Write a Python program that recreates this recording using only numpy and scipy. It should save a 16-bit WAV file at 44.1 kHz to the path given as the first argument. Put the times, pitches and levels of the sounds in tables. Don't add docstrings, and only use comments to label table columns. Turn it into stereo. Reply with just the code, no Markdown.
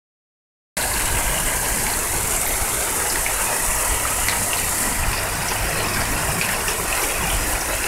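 import sys
import numpy as np
from scipy import signal
from scipy.fft import rfft, irfft
from scipy.io import wavfile
from scipy.ndimage import uniform_filter1d

SR = 44100
rng = np.random.default_rng(int(sys.argv[2]) if len(sys.argv) > 2 else 0)


def persist_wave(psi):
    counts = np.round(np.clip(psi, -1, 1) * 32767).astype(np.int16)
    wavfile.write(sys.argv[1], SR, np.atleast_2d(counts).T)


N = 347067
START_S, TOP_HZ = 0.769, 15750
SHEETS_PER_S = 8.2

# t/s, level/dB
YARD_LEVEL = [(0.8, -30), (2.0, -29.5), (3.5, -28), (4.5, -30), (5.1, -28.5), (5.75, -27), (6.5, -28),
              (7.4, -26.5), (7.85, -28)]
# f/Hz, relative level/dB
YARD_TONE = [(100, -32), (250, -9.5), (400, 0), (600, -0.5), (800, 1), (1000, -1.5), (1200, -2), (1500, -2),
             (2200, -3.5), (2850, -6.5), (3300, -12), (4500, -12), (7000, -16), (16000, -58)]

def yard_roar():
    level_db, = follow(YARD_LEVEL)
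    drops = patchy(patter(per_s=550, spread_db=9, burst_s=0.0075, near=0.18), depth_db=3.0)
    return gain_of(level_db + 0.64 * swell(SHEETS_PER_S)) * tint(drops, YARD_TONE)


# f/Hz, relative level/dB
FIZZ_TONE = [(1000, -14), (3500, -26.5), (5200, -11), (6400, -6), (7600, -1.5), (8800, 0), (10200, -1.5),
             (12000, -6), (14000, -19), (16000, -22)]
MIST_TONE = [(6000, -45), (10000, 0.5), (12500, 1.5), (14000, -0.5), (16000, -7)]
# t/s, level change/dB
WALL_SHADE = [(0.8, -0.6), (3.0, 0.3), (4.82, 0.5), (5.08, -5), (5.9, -5.5), (6.4, -3.5), (7.85, -4)]
# middle t/s, length/s, boost to the fizz/dB
GUSHES = [(6.52, 0.039, 3), (6.68, 0.044, 2), (7.01, 0.16, 2.5), (7.32, .08, 2), (7.51, 0.068, 2.5),
          (7.82, .06, 1)]

def grass_fizz():
    wall_db, = follow(WALL_SHADE)
    gush_db = surges(GUSHES)
    sheets_db = 0.34 * swell(SHEETS_PER_S)
    fizz_db = -24.5 + wall_db + gush_db + sheets_db
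    mist_db = -34 + 0.4 * wall_db + 1.8 * gush_db + sheets_db
    fizz = patter(per_s=1100, spread_db=4.0, burst_s=0.0035, near=0.51)
    fizz = patchy(fizz, depth_db=0.9, size=(14, 8))
    mist = patter(per_s=600, spread_db=4.5, burst_s=0.0011, near=0.48)
    return gain_of(fizz_db) * tint(fizz, FIZZ_TONE) + gain_of(mist_db) * tint(mist, MIST_TONE)


# t/s, f/Hz, level before trim/dB
THRUM = [(0.8, 620, -40), (1.5, 620, -37), (1.7, 390, -40.5), (2.1, 390, -41), (2.8, 400, -39),
         (3.2, 535, -42), (3.6, 600, -39.5), (4.4, 565, -45), (5.0, 700, -43), (5.8, 710, -34),
         (6.3, 700, -42), (6.7, 405, -39), (7.1, 330, -42), (7.85, 328, -40)]
GLUG = [(0.8, 954, -32.5), (1.7, 970, -35), (2.4, 930, -42), (3.4, 926, -32), (4.1, 997, -34),
        (5.4, 977, -36.5), (6.0, 1040, -34), (7.85, 1010, -40)]
SLOSH = [(0.8, 2040, -36), (1.8, 2020, -39), (2.3, 1330, -40), (3.6, 1280, -37.5), (4.8, 1290, -38.5),
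         (5.7, 1415, -38), (7.85, 1390, -38.5)]
GURGLE = [(0.8, 1630, -34), (1.85, 1620, -34), (2.0, 1700, -47), (2.1, 2130, -38), (2.6, 2170, -38),
          (3.0, 2100, -43), (3.2, 1920, -36.5), (4.0, 1950, -34.5), (4.8, 1930, -34.5), (5.4, 1910, -37),
          (6.05, 1900, -34), (6.5, 1880, -40), (7.85, 1880, -39)]
SPLATTER = [(0.8, 2780, -40), (1.3, 2930, -35), (2.0, 2750, -45), (2.9, 2600, -46), (4.0, 2770, -36.5),
            (5.0, 2800, -44), (5.7, 2560, -39), (6.2, 2480, -50), (6.5, 2650, -33), (6.8, 2500, -51),
            (7.0, 2485, -36), (7.3, 2670, -39), (7.85, 2560, -47)]
SPRAY = [(0.8, 4400, -36), (1.2, 4270, -44), (1.9, 4400, -40.5), (2.1, 3750, -48), (2.8, 3670, -42),
         (3.2, 3900, -61), (4.4, 4450, -44), (5.2, 4930, -40), (6.0, 5100, -46), (7.3, 5570, -42),
         (7.85, 5730, -46)]

def runoff():
    coarse = patter(per_s=200, spread_db=2.5, burst_s=0.007, near=0.97)
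    medium = patter(per_s=260, spread_db=2.8, burst_s=0.003, near=0.6)
    fine = patter(per_s=350, spread_db=5.5, burst_s=0.0017, near=0.73)
    splashing = patter(per_s=150, spread_db=2.5, burst_s=0.003, near=0.91)
    splashing = patchy(splashing, depth_db=2.5, size=(6, 20))
    return (porch_resonance(coarse, THRUM, width_hz=143, trim_db=-0.2)
            + porch_resonance(coarse, GLUG, width_hz=163, trim_db=-1.0)
            + porch_resonance(coarse, SLOSH, width_hz=280, trim_db=0.1)
            + porch_resonance(medium, GURGLE, width_hz=225, trim_db=-0.2)
            + porch_resonance(splashing, SPLATTER, width_hz=550, trim_db=0.7)
            + porch_resonance(fine, SPRAY, width_hz=1100, trim_db=1.3))


def porch_resonance(splatter, curve, width_hz, trim_db):
    hz, db = follow(curve)
    return gain_of(db + trim_db) * resonate(splatter, hz, width_hz)


# t/s, ring level/dB, ring f/Hz, slap level/dB
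FAT_DRIPS = [(1.4842, -17, 2050, -37), (1.866, -15, 2170, -22), (2.4644, -19.5, 2080, -38),
             (3.157, -15.5, 1890, -21), (3.2638, -10.5, 2200, -37), (4.052, -16, 1260, -36),
             (4.2846, -9.5, 2030, -14), (4.5322, -13, 2800, -25), (5.1308, -15, 2590, -27),
             (5.8038, -17, 2800, -33), (6.4125, -9, 2480, -26), (6.448, -17, 2650, -30),
             (6.4897, -14.5, 1930, -22), (6.6822, -13.5, 2700, -30), (6.9272, -11.5, 2560, -28),
             (6.975, -17, 2010, -24), (7.3017, -14, 3150, -23), (7.842, -16, 2600, -24)]

def drips():
    t, out = np.arange(SR // 6) / SR, np.zeros(N)
    slap_band = signal.butter(2, [700, 5200], "band", fs=SR, output="sos")
    for s, ring_db, hz, slap_db in FAT_DRIPS:
        slap, scatter = rng.standard_normal((2, len(t)))
        slap = evened(signal.sosfilt(slap_band, slap))
        scatter = resonate(scatter, np.full(len(t), hz), width_hz=800)
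        body = ring(t, hz, cycles=2.1) + gain_of(-18) * scatter * np.exp(-t / 0.062)
        splash = slap * (np.exp(-t / 0.0021) + gain_of(-17) * np.exp(-t / 0.077))
        add(out, s, gain_of(ring_db) * body + gain_of(slap_db) * splash)
    return out


# t/s, ring level/dB, f/Hz
SMALL_DROPS = [(.818, -21, 3940), (2.364, -14, 7850), (2.473, -15, 11900), (3.1, -16.5, 5240),
               (3.895, -16, 8200), (4.286, -14.5, 4100), (4.571, -21, 4240), (5.158, -22, 4870),
               (5.484, -15, 5600), (5.885, -20, 5240), (5.936, -19, 5040), (6.413, -18, 4400),
               (6.682, -16, 5900), (7.022, -19, 5700), (7.609, -18.5, 5800)]

def ticks():
    t, out = np.arange(SR // 8) / SR, np.zeros(N)
    for s, db, hz in SMALL_DROPS:
        spatter = resonate(rng.standard_normal(len(t)), np.full(len(t), hz), width_hz=1400)
        spatter *= gain_of(-9.5) * np.exp(-t / 0.02)
        add(out, s, gain_of(db) * (ring(t, hz, cycles=2.1) + spatter))
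    return out


# t/s, level/dB
PUDDLE_LEVEL = [(0.8, -46), (2.6, -48), (3.8, -45), (5.0, -41), (5.7, -37.5), (7.85, -38)]

def puddles():
    db, = follow(PUDDLE_LEVEL)
    away_db = db - db.max()
    lawn = bubbles(per_s=130, spread_db=2, cycles=3.4, low_hz=598.7, high_hz=2410)
    churn = bubbles(per_s=40, spread_db=2, cycles=9.6, low_hz=2240, high_hz=2914)
    fine = bubbles(per_s=32, spread_db=0, cycles=11, low_hz=4840, high_hz=6100)
    return gain_of(-37) * lawn + gain_of(db) * churn + gain_of(db + away_db - 5) * fine


def bubbles(per_s, spread_db, cycles, low_hz, high_hz, pitches=40):
    t, out = np.arange(SR // 20) / SR, np.zeros(N)
    strength = impacts(per_s, spread_db)
    plinks = [ring(t, hz, cycles) for hz in np.geomspace(low_hz, high_hz, pitches)]
    for at in np.flatnonzero(strength):
        add(out, at / SR, strength[at] * plinks[rng.integers(pitches)])
    return evened(out)


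# t/s, level/dB
ROOF_LEVEL = [(0.8, -36), (1.8, -34), (3.3, -41), (4.3, -38), (5.2, -36.5), (6.2, -32), (6.9, -40.5),
              (7.4, -36), (7.85, -40)]
# f/Hz, relative level/dB
ROOF_TONE = [(50, -14), (110, -6), (160, 0), (220, -3.5), (310, -6.5), (500, -17), (1500, -36)]

def roof_drumming():
    level_db, = follow(ROOF_LEVEL)
    drops = patchy(patter(per_s=200, spread_db=3, burst_s=0.012, near=0.4), depth_db=3.0, size=(2, 24))
    return gain_of(level_db + 0.96 * swell(SHEETS_PER_S)) * tint(drops, ROOF_TONE)


# f/Hz, relative level/dB
WIND_TONE = [(5, -7), (18, -1), (30, 1.5), (52, 0.5), (75, -6.5), (110, -10.5), (200, -35), (600, -65)]
# middle t/s, length/s, level above the breeze/dB
GUSTS = [(1.12, 0.37, 9.5), (1.57, 0.14, 4.5), (2.18, 0.11, 8), (2.61, 0.14, 9.5), (3.28, 0.068, 7),
         (3.85, 0.24, 4.5), (4.2, 0.076, 4), (5.0, 0.27, 6), (5.63, 0.083, 9), (6.05, .4, 3.5),
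         (7.4, .4, 6.5)]

def wind():
    breeze_db = -33 + 2.5 * swell(per_s=9.9)
    return gain_of(breeze_db + surges(GUSTS)) * tint(rng.standard_normal(N), WIND_TONE)


# t/s, f/Hz, level/dB
ENGINE_NOTE = [(1.8, 105.7, -45), (2.2, 107, -40.5), (3.0, 102, -51.5), (3.6, 87.6, -59),
               (4.0, 96.2, -41.5), (4.9, 95.9, -38.5), (5.25, 99, -34.5), (5.5, 104.4, -37.5),
               (5.9, 104.2, -33), (6.2, 104.2, -35.5), (6.5, 104.2, -42.5), (7.8, 105.8, -54)]

def car():
    hz, db = follow(ENGINE_NOTE)
    slow_wobble = [(1, 0), (6, 0), (25, -40), (100, -100)]  # f/Hz, relative level/dB
    drift = tint(rng.standard_normal(N), slow_wobble)
    flutter = tint(rng.standard_normal(N), slow_wobble)
    cycles = np.cumsum(hz * (1 + 0.0062 * drift)) / SR
    return gain_of(db + 1.16 * flutter) * np.sqrt(2) * np.sin(2 * np.pi * cycles)


def porch(x, fade_s, echo_db):
    t = np.arange(SR // 3) / SR
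    echoes = rng.standard_normal(len(t)) * (rng.random(len(t)) < 2000 / SR)
    echoes *= (t > 0.004) * gain_of(-60 * t / fade_s)
    return x + gain_of(echo_db) * signal.fftconvolve(x, echoes / np.linalg.norm(echoes))[:N]


def impacts(per_s, spread_db):
    strength = gain_of(spread_db * np.minimum(rng.exponential(1, N), 4))
    return strength * (rng.random(N) < per_s / SR)


def patter(per_s, spread_db, burst_s, near):
    power = signal.lfilter([1], [1, -np.exp(-1 / (burst_s * SR))], impacts(per_s, spread_db) ** 2)
    return np.sqrt(near * power / power.mean() + 1 - near) * rng.standard_normal(N)


def patchy(x, depth_db, size=(5, 16)):
    grid = signal.stft(x, nperseg=1024, noverlap=768)[2]
    patches = rng.standard_normal(grid.shape)
    for axis, span in enumerate(size):
        patches = uniform_filter1d(patches, span, axis)
    grid *= gain_of(depth_db * evened(patches))
    return evened(signal.istft(grid, nperseg=1024, noverlap=768)[1][:N])


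def ring(t, hz, cycles):
    age = t * hz / cycles
    return age * np.exp(1 - age) * np.sin(2 * np.pi * hz * t)


def resonate(x, hz, width_hz):
    spin = np.exp(2j * np.pi * np.cumsum(hz) / SR)
    decay = np.exp(-np.pi * width_hz / SR)
    return evened((spin * signal.lfilter([1], [1, -2 * decay, decay ** 2], x / spin)).real)


def tint(x, tone):
    hz, db = np.transpose(tone)
    shape_db = np.interp(np.log(np.fft.rfftfreq(N, 1 / SR) + 1), np.log(hz), db)
    return evened(irfft(rfft(x) * gain_of(shape_db), N))


def swell(per_s):
    hz = np.fft.rfftfreq(N, 1 / SR)
    slow_band = hz / (hz + 2) / (1 + (hz / per_s) ** 4)
    return evened(irfft(rfft(rng.standard_normal(N)) * slow_band, N))


def surges(rows):
    t = np.arange(N) / SR
    return sum(db * np.exp(-(2 * (t - s) / length) ** 2) for s, length, db in rows)


def follow(rows):
    s, *columns = np.transpose(rows)
    return [np.interp(np.arange(N) / SR, s, column) for column in columns]


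def add(mix, s, sound):
    part = mix[round(s * SR):][:len(sound)]
    part += sound[:len(part)]


def gain_of(db):
    return 10 ** (np.asarray(db) / 20)


def evened(x):
    return x / np.sqrt(np.mean(x ** 2) + 1e-20)


def scene():
    close_drops = porch(drips() + ticks(), fade_s=0.2, echo_db=-11)
    rain = yard_roar() + grass_fizz() + roof_drumming()
    mono = rain + runoff() + puddles() + close_drops + wind() + car()
    return np.array([mono, mono])


def record(dry):
    opened = dry * (np.arange(N) / SR >= START_S)
    treble_cut = signal.firwin(601, TOP_HZ, window=("kaiser", 9), fs=SR)
    return signal.oaconvolve(opened, treble_cut[None], "same")


dry = scene()
out = record(dry)
persist_wave(out)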